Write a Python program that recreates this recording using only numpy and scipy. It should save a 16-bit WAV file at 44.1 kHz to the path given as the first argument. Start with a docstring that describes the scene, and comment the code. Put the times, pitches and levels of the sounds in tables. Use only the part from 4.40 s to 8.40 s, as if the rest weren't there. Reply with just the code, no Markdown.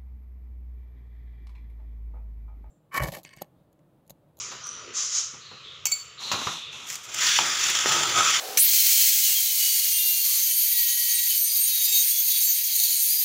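"""A kitchen, close by: a sleeve brushes past and syrup is spooned over hot pastry with a soft hiss.
Hollow, half-whistling hisses sink in pitch, and the spoon clinks into its bowl, ringing the china.
The bowl knocks and slides on the stone counter, and fingers crinkle the baking paper. Then the metal
tray is turned: it grinds over grit, catching and jolting, while its rim and sheet ring."""
import sys
import numpy as np
from scipy import signal
from scipy.fft import rfft, irfft, next_fast_len
from scipy.io import wavfile
from scipy.ndimage import uniform_filter1d, map_coordinates

SR = 44100
rng = np.random.default_rng(int(sys.argv[2]) if len(sys.argv) > 2 else 0)


def to_wav(s):
    """Save 16-bit WAV."""
    ch = np.atleast_2d(s).T  # columns
    pcm = np.round(np.clip(ch, -1, 1) * 32767)  # PCM
    wavfile.write(sys.argv[1], SR, pcm.astype(np.int16))


N = 176400
TIME = np.arange(N) / SR


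def amp(db):
    """Decibels to gain."""
    return 10 ** (np.asarray(db) / 20)


def unit(x):
    """Scaled to rms 1."""
    return x / np.sqrt(np.mean(x ** 2) + 1e-20)


def along(points, hz):
    """A curve through (Hz, value) points on a log axis."""
    freqs, values = np.transpose(points)
    return np.interp(np.log(hz + 1), np.log(freqs + 1), values)


def wobble(rate):
    """A smooth random curve, rate knots a second."""
    return map_coordinates(rng.standard_normal(SR // 10), [TIME * rate], mode="mirror")


def band(hz, low_hz, high_hz):
    """Gain of a steep band-pass."""
    return 1 / np.sqrt((1 + (low_hz / (hz + 1)) ** 8) * (1 + (hz / high_hz) ** 8))


def filtered(x, response):
    """x through a frequency response."""
    size = next_fast_len(N + SR // 2)
    return irfft(rfft(x, size) * response(np.fft.rfftfreq(size, 1 / SR)), size)[:N]


def coloured(x, eq, tilt_db=0):
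    """x through an EQ curve, tilted per octave, at rms 1."""
    octaves = lambda hz: np.log2(np.maximum(hz, eq[0][0]))
    return unit(filtered(x, lambda hz: amp(along(eq, hz) + tilt_db * octaves(hz))))


def resonating(x, modes):
    """x through resonances of alternating polarity, at rms 1."""
    def response(hz):
        return sum((-1) ** k * amp(db) * 1j * hz * width / (centre ** 2 - hz ** 2 + 1j * hz * width)
                   for k, (centre, width, db) in enumerate(modes))
    return unit(filtered(x, response))


def noise():
    """White noise."""
    return rng.standard_normal(N)


def grit(rate, spread_db):
    """Tiny random contacts, rate a second, a few louder than the rest."""
    clicks = (rng.random(N) < rate / SR) * rng.choice([-1, 1], N)
    return clicks * amp(spread_db * np.minimum(rng.exponential(size=N), 2 * np.e))


def patchy(x, depth_db):
    """Bands of x swell and fade at random."""
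    bands = signal.stft(x, nperseg=512)[2]
    drift = uniform_filter1d(rng.standard_normal(bands.shape), size=5, axis=0)
    drift = uniform_filter1d(drift, size=16, axis=1)
    return signal.istft(bands * amp(depth_db * unit(drift)), nperseg=512)[1][:N]


def dying(start, t60):
    """A sudden onset and an exponential decay."""
    return (TIME >= start) * amp(-60 * np.maximum(TIME - start, 0) / t60)


def swells(rows):
    """Attack, hold and release envelopes, added in power."""
    power = np.zeros(N)
    for start, db, attack, hold, t60 in rows:
        rise = np.clip((TIME - start) / attack, 0, 1)
        fall_db = 60 * np.maximum(TIME - start - attack - hold, 0) / t60
        power += (rise * amp(db - fall_db)) ** 2
    return np.sqrt(power)


def room_tone():
    """The kitchen's quiet, gently shifting air."""
    # Tone of the air. Each row: frequency in Hz, gain in dB.
    air_eq = [(30, -40), (70, -1.5), (135, 4.5), (250, -15), (450, -0.5), (850, -14), (1240, 6.5),
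              (1600, -6), (3100, 3), (4700, -8.5), (7200, -10), (8800, -38)]
    return amp(-49) * coloured(patchy(noise(), depth_db=1.5), air_eq)


def sleeve():
    """Cloth brushes softly as the spoon is carried over."""
    # The brush. Each row: start in seconds, level in dB, then attack, hold and release t60 in seconds.
    brushes = [(-0.081, -45, 0.024, 0.718, 0.14)]
    # Tone of the cloth. Each row: frequency in Hz, gain in dB.
    cloth_eq = [(150, -5), (500, 5), (850, -8), (1260, 11), (1600, -1.5), (7000, -1), (9000, -56)]
    return swells(brushes) * coloured(patchy(noise(), depth_db=4.5), cloth_eq)


def syrup():
    """A fine hiss swells and fades as syrup is spooned over the hot pastry."""
    # Hisses. Each row: start in seconds, level in dB, then attack, hold and release t60 in seconds.
    hisses = [(-.04, -33.5, 0.026, .02, 0.58), (.53, -27, 0.049, 0.032, 0.8),
              (.69, -25, 0.072, 0.024, 0.35)]
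    # Tone of the hiss. Each row: frequency in Hz, gain in dB.
    hiss_eq = [(450, -39), (900, -22), (1280, -9), (1600, -17), (3300, -10), (4400, -8), (5500, 2),
               (6300, 5), (7100, 2), (8200, -18), (13000, -41)]
    return swells(hisses) * coloured(noise(), hiss_eq)


def knocks():
    """The bowl knocks dully on the stone; each knock has its own level, decay and brightness."""
    # Blows. Each row: start in seconds, level in dB, t60 in seconds, tilt in dB per octave.
    blows = [(0.117, -37, 0.16, 3), (0.937, -44, 0.16, -1.5), (1.114, -44, 0.19, -1), (1.916, -19, 0.11, 5),
             (1.931, -28, 0.32, -1.5), (2.015, -28.5, 0.059, -1), (2.069, -22.5, 0.11, 0.5)]
    # Tone of a knock before its tilt. Each row: frequency in Hz, gain in dB.
    knock_eq = [(50, -21), (120, 3.5), (300, -0.5), (900, 2.5), (1280, 9.5), (1600, -3), (3100, -7),
                (4500, -11), (7000, -15), (8500, -37), (15000, -38)]
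    return sum(amp(db) * dying(start, t60) * coloured(noise(), knock_eq, tilt)
               for start, db, t60, tilt in blows)


def spoon_rub():
    """The spoon rubs along the bowl's lip and sings thinly."""
    # The rub. Each row: start in seconds, level in dB, then attack, hold and release t60 in seconds.
    rubs = [(.232, -36.5, 0.01, 0.034, 0.64)]
    # Resonances at the lip. Each row: centre and width in Hz, gain in dB.
    lip_modes = [(5810, 280, -4), (6000, 275, -3), (8880, 250, -27.5)]
    return swells(rubs) * resonating(noise(), lip_modes)


def paper():
    """Paper and grit give single sharp ticks; the baking paper crackles under the fingers."""
    # Ticks. Each row: start in seconds, level in dB.
    ticks = [(.268, -37), (2.501, -24), (2.542, -30), (2.555, -25.5), (2.744, -23), (3.301, -20),
             (3.905, -19)]
    # Crinkles. Each row: start in seconds, level in dB, then attack, hold and release t60 in seconds.
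    crinkles = [(2.455, -35, 0.045, 0.027, 0.2), (2.62, -42, 0.027, 0.0091, 0.07)]
    # Crisp tone of both. Each row: frequency in Hz, gain in dB.
    paper_eq = [(800, -24), (2000, -2), (4000, -10.5), (5800, 1), (7300, 1), (8600, -12.5), (15000, -15.5)]
    ticking = coloured(noise(), paper_eq) * sum(amp(db) * dying(start, t60=0.027) for start, db in ticks)
    crackle = coloured(grit(rate=1900, spread_db=3.5), paper_eq, tilt_db=0.5)
    return ticking + swells(crinkles) * crackle


def whistles():
    """Narrow, hollow hisses, each sinking slowly in pitch as it fades."""
    # Each row: start in seconds, level in dB, hold and release t60 in seconds, starting pitch in Hz.
    glides = [(1.003, -48.5, 0.082, 1.3, 4154), (1.232, -44, 0.067, 0.51, 3613),
              (1.773, -41, 0.097, 0.82, 3920), (1.82, -36, 0.1, 0.49, 4110),
              (1.858, -47.5, 0.47, 2.3, 2860), (1.952, -40, 0.26, 1.5, 3830)]
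    attack_s, sink_octaves_per_s, width_hz = 0.019, 0.28, 300
    narrow_noise = lambda: filtered(noise(), lambda hz: 1 / (1 + (hz / width_hz) ** 2))
    out = np.zeros(N)
    for start, db, hold, t60, start_hz in glides:
        pitch_hz = start_hz * 2 ** (-sink_octaves_per_s * (TIME - start))
        phase = 2 * np.pi * np.cumsum(pitch_hz) / SR
        whistle = unit(narrow_noise() * np.cos(phase) + narrow_noise() * np.sin(phase))
        out += swells([(start, db, attack_s, hold, t60)]) * whistle
    return out


def spoon_clinks():
    """The spoon rattles into the bowl; each contact cracks, rings the china and briefly the steel."""
    # Contacts. Each row: start in seconds, then relative ring level and crack level in dB.
    clinks = [(1.455, -30, -15), (1.467, -32, -20.5), (1.517, -28, -36), (1.5208, -23, -37),
              (1.538, -34.5, -39)]
    # China partials; the close pair beats. 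Each row: frequency in Hz, gain in dB, t60 in seconds.
    partials = [(2234, -9, 0.21), (4502, -3, 0.13), (4531, -10, 0.18), (7424, -6.5, 0.16)]
    # The spoon's own damped ring. Each row: centre and width in Hz, gain in dB.
    steel_modes = [(6600, 100, 0), (7240, 130, 10.5), (7460, 85, 11), (14950, 330, -7)]
    # Tone of the crack. Each row: frequency in Hz, gain in dB.
    crack_eq = [(400, -35), (850, -8), (1700, -18), (2300, -1), (3150, -2), (4000, -22), (5900, 5.5),
                (7500, 3), (8600, -15), (12500, -11.5), (14500, -5.5)]
    waver_db, steel_db = 3.5, 8
    t = np.arange(SR // 2) / SR
    china, steel_env, crack_env = np.zeros((3, N))
    for start, ring_db, crack_db in clinks:
        for hz, db, t60 in partials:
            level_db = ring_db + db + waver_db * wobble(rate=65)[:len(t)] - 60 * t / t60
            china[round(start * SR):][:len(t)] += amp(level_db) * np.sin(2 * np.pi * (hz * t + rng.random()))
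        steel_env += amp(ring_db + steel_db) * dying(start, t60=0.034)
        crack_env += amp(crack_db) * dying(start, t60=0.037)
    return china + steel_env * resonating(noise(), steel_modes) + crack_env * coloured(noise(), crack_eq)


def bowl_slide():
    """The bowl slides and is nudged over the counter with a fine-grained rasp."""
    # Slides. Each row: start in seconds, level in dB, then attack, hold and release t60 in seconds.
    slides = [(1.79, -39.5, 0.022, 0.093, 0.31), (1.91, -35.5, 0.0098, 0.21, 0.39),
              (2.31, -44.5, 0.021, 0.21, 0.63)]
    # Tone of china on stone. Each row: frequency in Hz, gain in dB.
    slide_eq = [(60, -36), (150, 0), (500, -5.5), (1270, 6), (1600, -6), (3500, 4.5), (4700, -8.5),
                (5800, 4), (7000, 0), (8500, -14), (15000, -24)]
    return swells(slides) * coloured(grit(rate=5100, spread_db=0.5), slide_eq)


def tray_turn():
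    """Grit under the tray scrapes, rings its rim and sheet and makes it judder, in an uneven chatter."""
    # Fader moves. Each row: time in seconds, then relative levels of scrape, rim and judder in dB.
    turn = [(2.679, -43, -60, -55), (2.83, -21.5, -33.5, -48), (2.97, -21.5, -51, -59),
            (3.002, -26, -31, -35), (3.16, -26, -35.5, -49), (3.24, -23.5, -39, -47),
            (3.44, -25, -32.5, -47), (3.47, -23.5, -30, -35.5), (3.746, -26, -32, -39),
            (3.777, -22.5, -20.5, -31.5), (3.95, -22, -31.5, -48), (4.0, -26, -33, -43)]
    # Catches on coarser grit. Each row: start in seconds, extra force in dB relative to the steady drag.
    catches = [(2.919, -10), (3.237, -4.5), (3.35, -1), (3.52, -8), (3.59, -2)]
    # Tone of the fine scrape. Each row: frequency in Hz, gain in dB.
    scrape_eq = [(700, -25.5), (1100, -8.5), (1500, -2), (3450, 1), (3900, -5.5), (4450, -5), (5600, 0.5),
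                 (7150, -2), (8500, -17), (10400, -18.5), (13300, -30.5), (14800, -17.5)]
    # Tone of the low judder. Each row: frequency in Hz, gain in dB.
    judder_eq = [(40, -40), (70, -18), (115, -1), (240, -10), (310, 0.5), (450, -3.5), (950, 1.5),
                 (1600, -58)]
    # The sheet's bright resonances. Each row: centre and width in Hz, gain in dB.
    sheet_modes = [(2080, 47, 0), (3100, 25, 6), (3510, 140, 8.5), (5620, 52, 5.5), (6300, 39, 10),
                   (7170, 73, 12.5)]
    # The rim's midrange resonances. Each row: centre and width in Hz, gain in dB.
    rim_modes = [(1130, 55, -9), (1257, 20, 2), (1330, 22, 0), (1530, 60, -13)]
    chatter_db, flutter_db = 1.5, 2
    times, *faders = np.transpose(turn)
    scrape_env, rim_env, judder_env = [amp(np.interp(TIME, [times[0] - 0.1, *times], [-90, *levels]))
                                       for levels in faders]
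    catching = sum(amp(db) * dying(start, t60=0.071) for start, db in catches)
    force = amp(chatter_db * wobble(rate=110)) * (1 + catching)
    contacts = lambda: force * grit(rate=8000, spread_db=2)
    scrape = coloured(patchy(contacts(), depth_db=1.9), scrape_eq)
    sheet = amp(-7.5) * resonating(contacts(), sheet_modes)
    rim = resonating(contacts() * amp(flutter_db * wobble(rate=30)), rim_modes)
    rim = unit(filtered(rim, lambda hz: band(hz, low_hz=850, high_hz=1900)))
    judder = coloured(contacts(), judder_eq)
    return amp(-1) * (scrape_env * (scrape + sheet) + rim_env * rim) + judder_env * judder


def tray_jolts():
    """Each jolt on the stone rings the rim and two damped modes of the spot that hits."""
    # Jolts. Each row: start in seconds, peak in dB, low and high mode in Hz.
    jolts = [(2.9889, -6, 887, 3050), (3.459, -9.5, 420, 1880)]
    rim_hz, width_hz = 1250, 160
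    out = np.zeros(N)
    for start, db, low_hz, high_hz in jolts:
        modes = [(hz, width_hz, 0) for hz in (low_hz, rim_hz, high_hz)]
        blow = resonating(signal.unit_impulse(N, round(start * SR)), modes)
        out += amp(db) * blow / np.abs(blow).max()
    return out


def kitchen_reverb(x):
    """The room's short tail, each frequency dying at its own speed."""
    # Room decay. Each row: frequency in Hz, t60 in seconds.
    decay = [(150, 0.21), (1500, 0.33), (6000, 0.53), (14000, 0.31)]
    hz, t, bands = signal.stft(rng.standard_normal(SR // 2), SR, nperseg=256)
    tail = signal.istft(bands * amp(-60 * t / along(decay, hz)[:, None]), SR, nperseg=256)[1]
    return signal.fftconvolve(x, tail / np.linalg.norm(tail))[:N]


def scene():
    """All the close sounds with their reverb, over room tone, in mono."""
    close = sleeve() + syrup() + knocks() + spoon_rub() + paper() + whistles()
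    close += spoon_clinks() + bowl_slide() + tray_turn() + tray_jolts()
    return (close + amp(-8) * kitchen_reverb(close) + room_tone())[None]


def record(dry):
    """Master EQ: the deep bass is cut and the very top falls away steeply."""
    top_hz, fall_db_per_hz = 15550, 0.1
    high_cut = lambda hz: amp(-fall_db_per_hz * np.maximum(hz - top_hz, 0))
    return filtered(dry[0], lambda hz: band(hz, low_hz=47, high_hz=SR) * high_cut(hz))[None]


dry = scene()
out = record(dry)
to_wav(out)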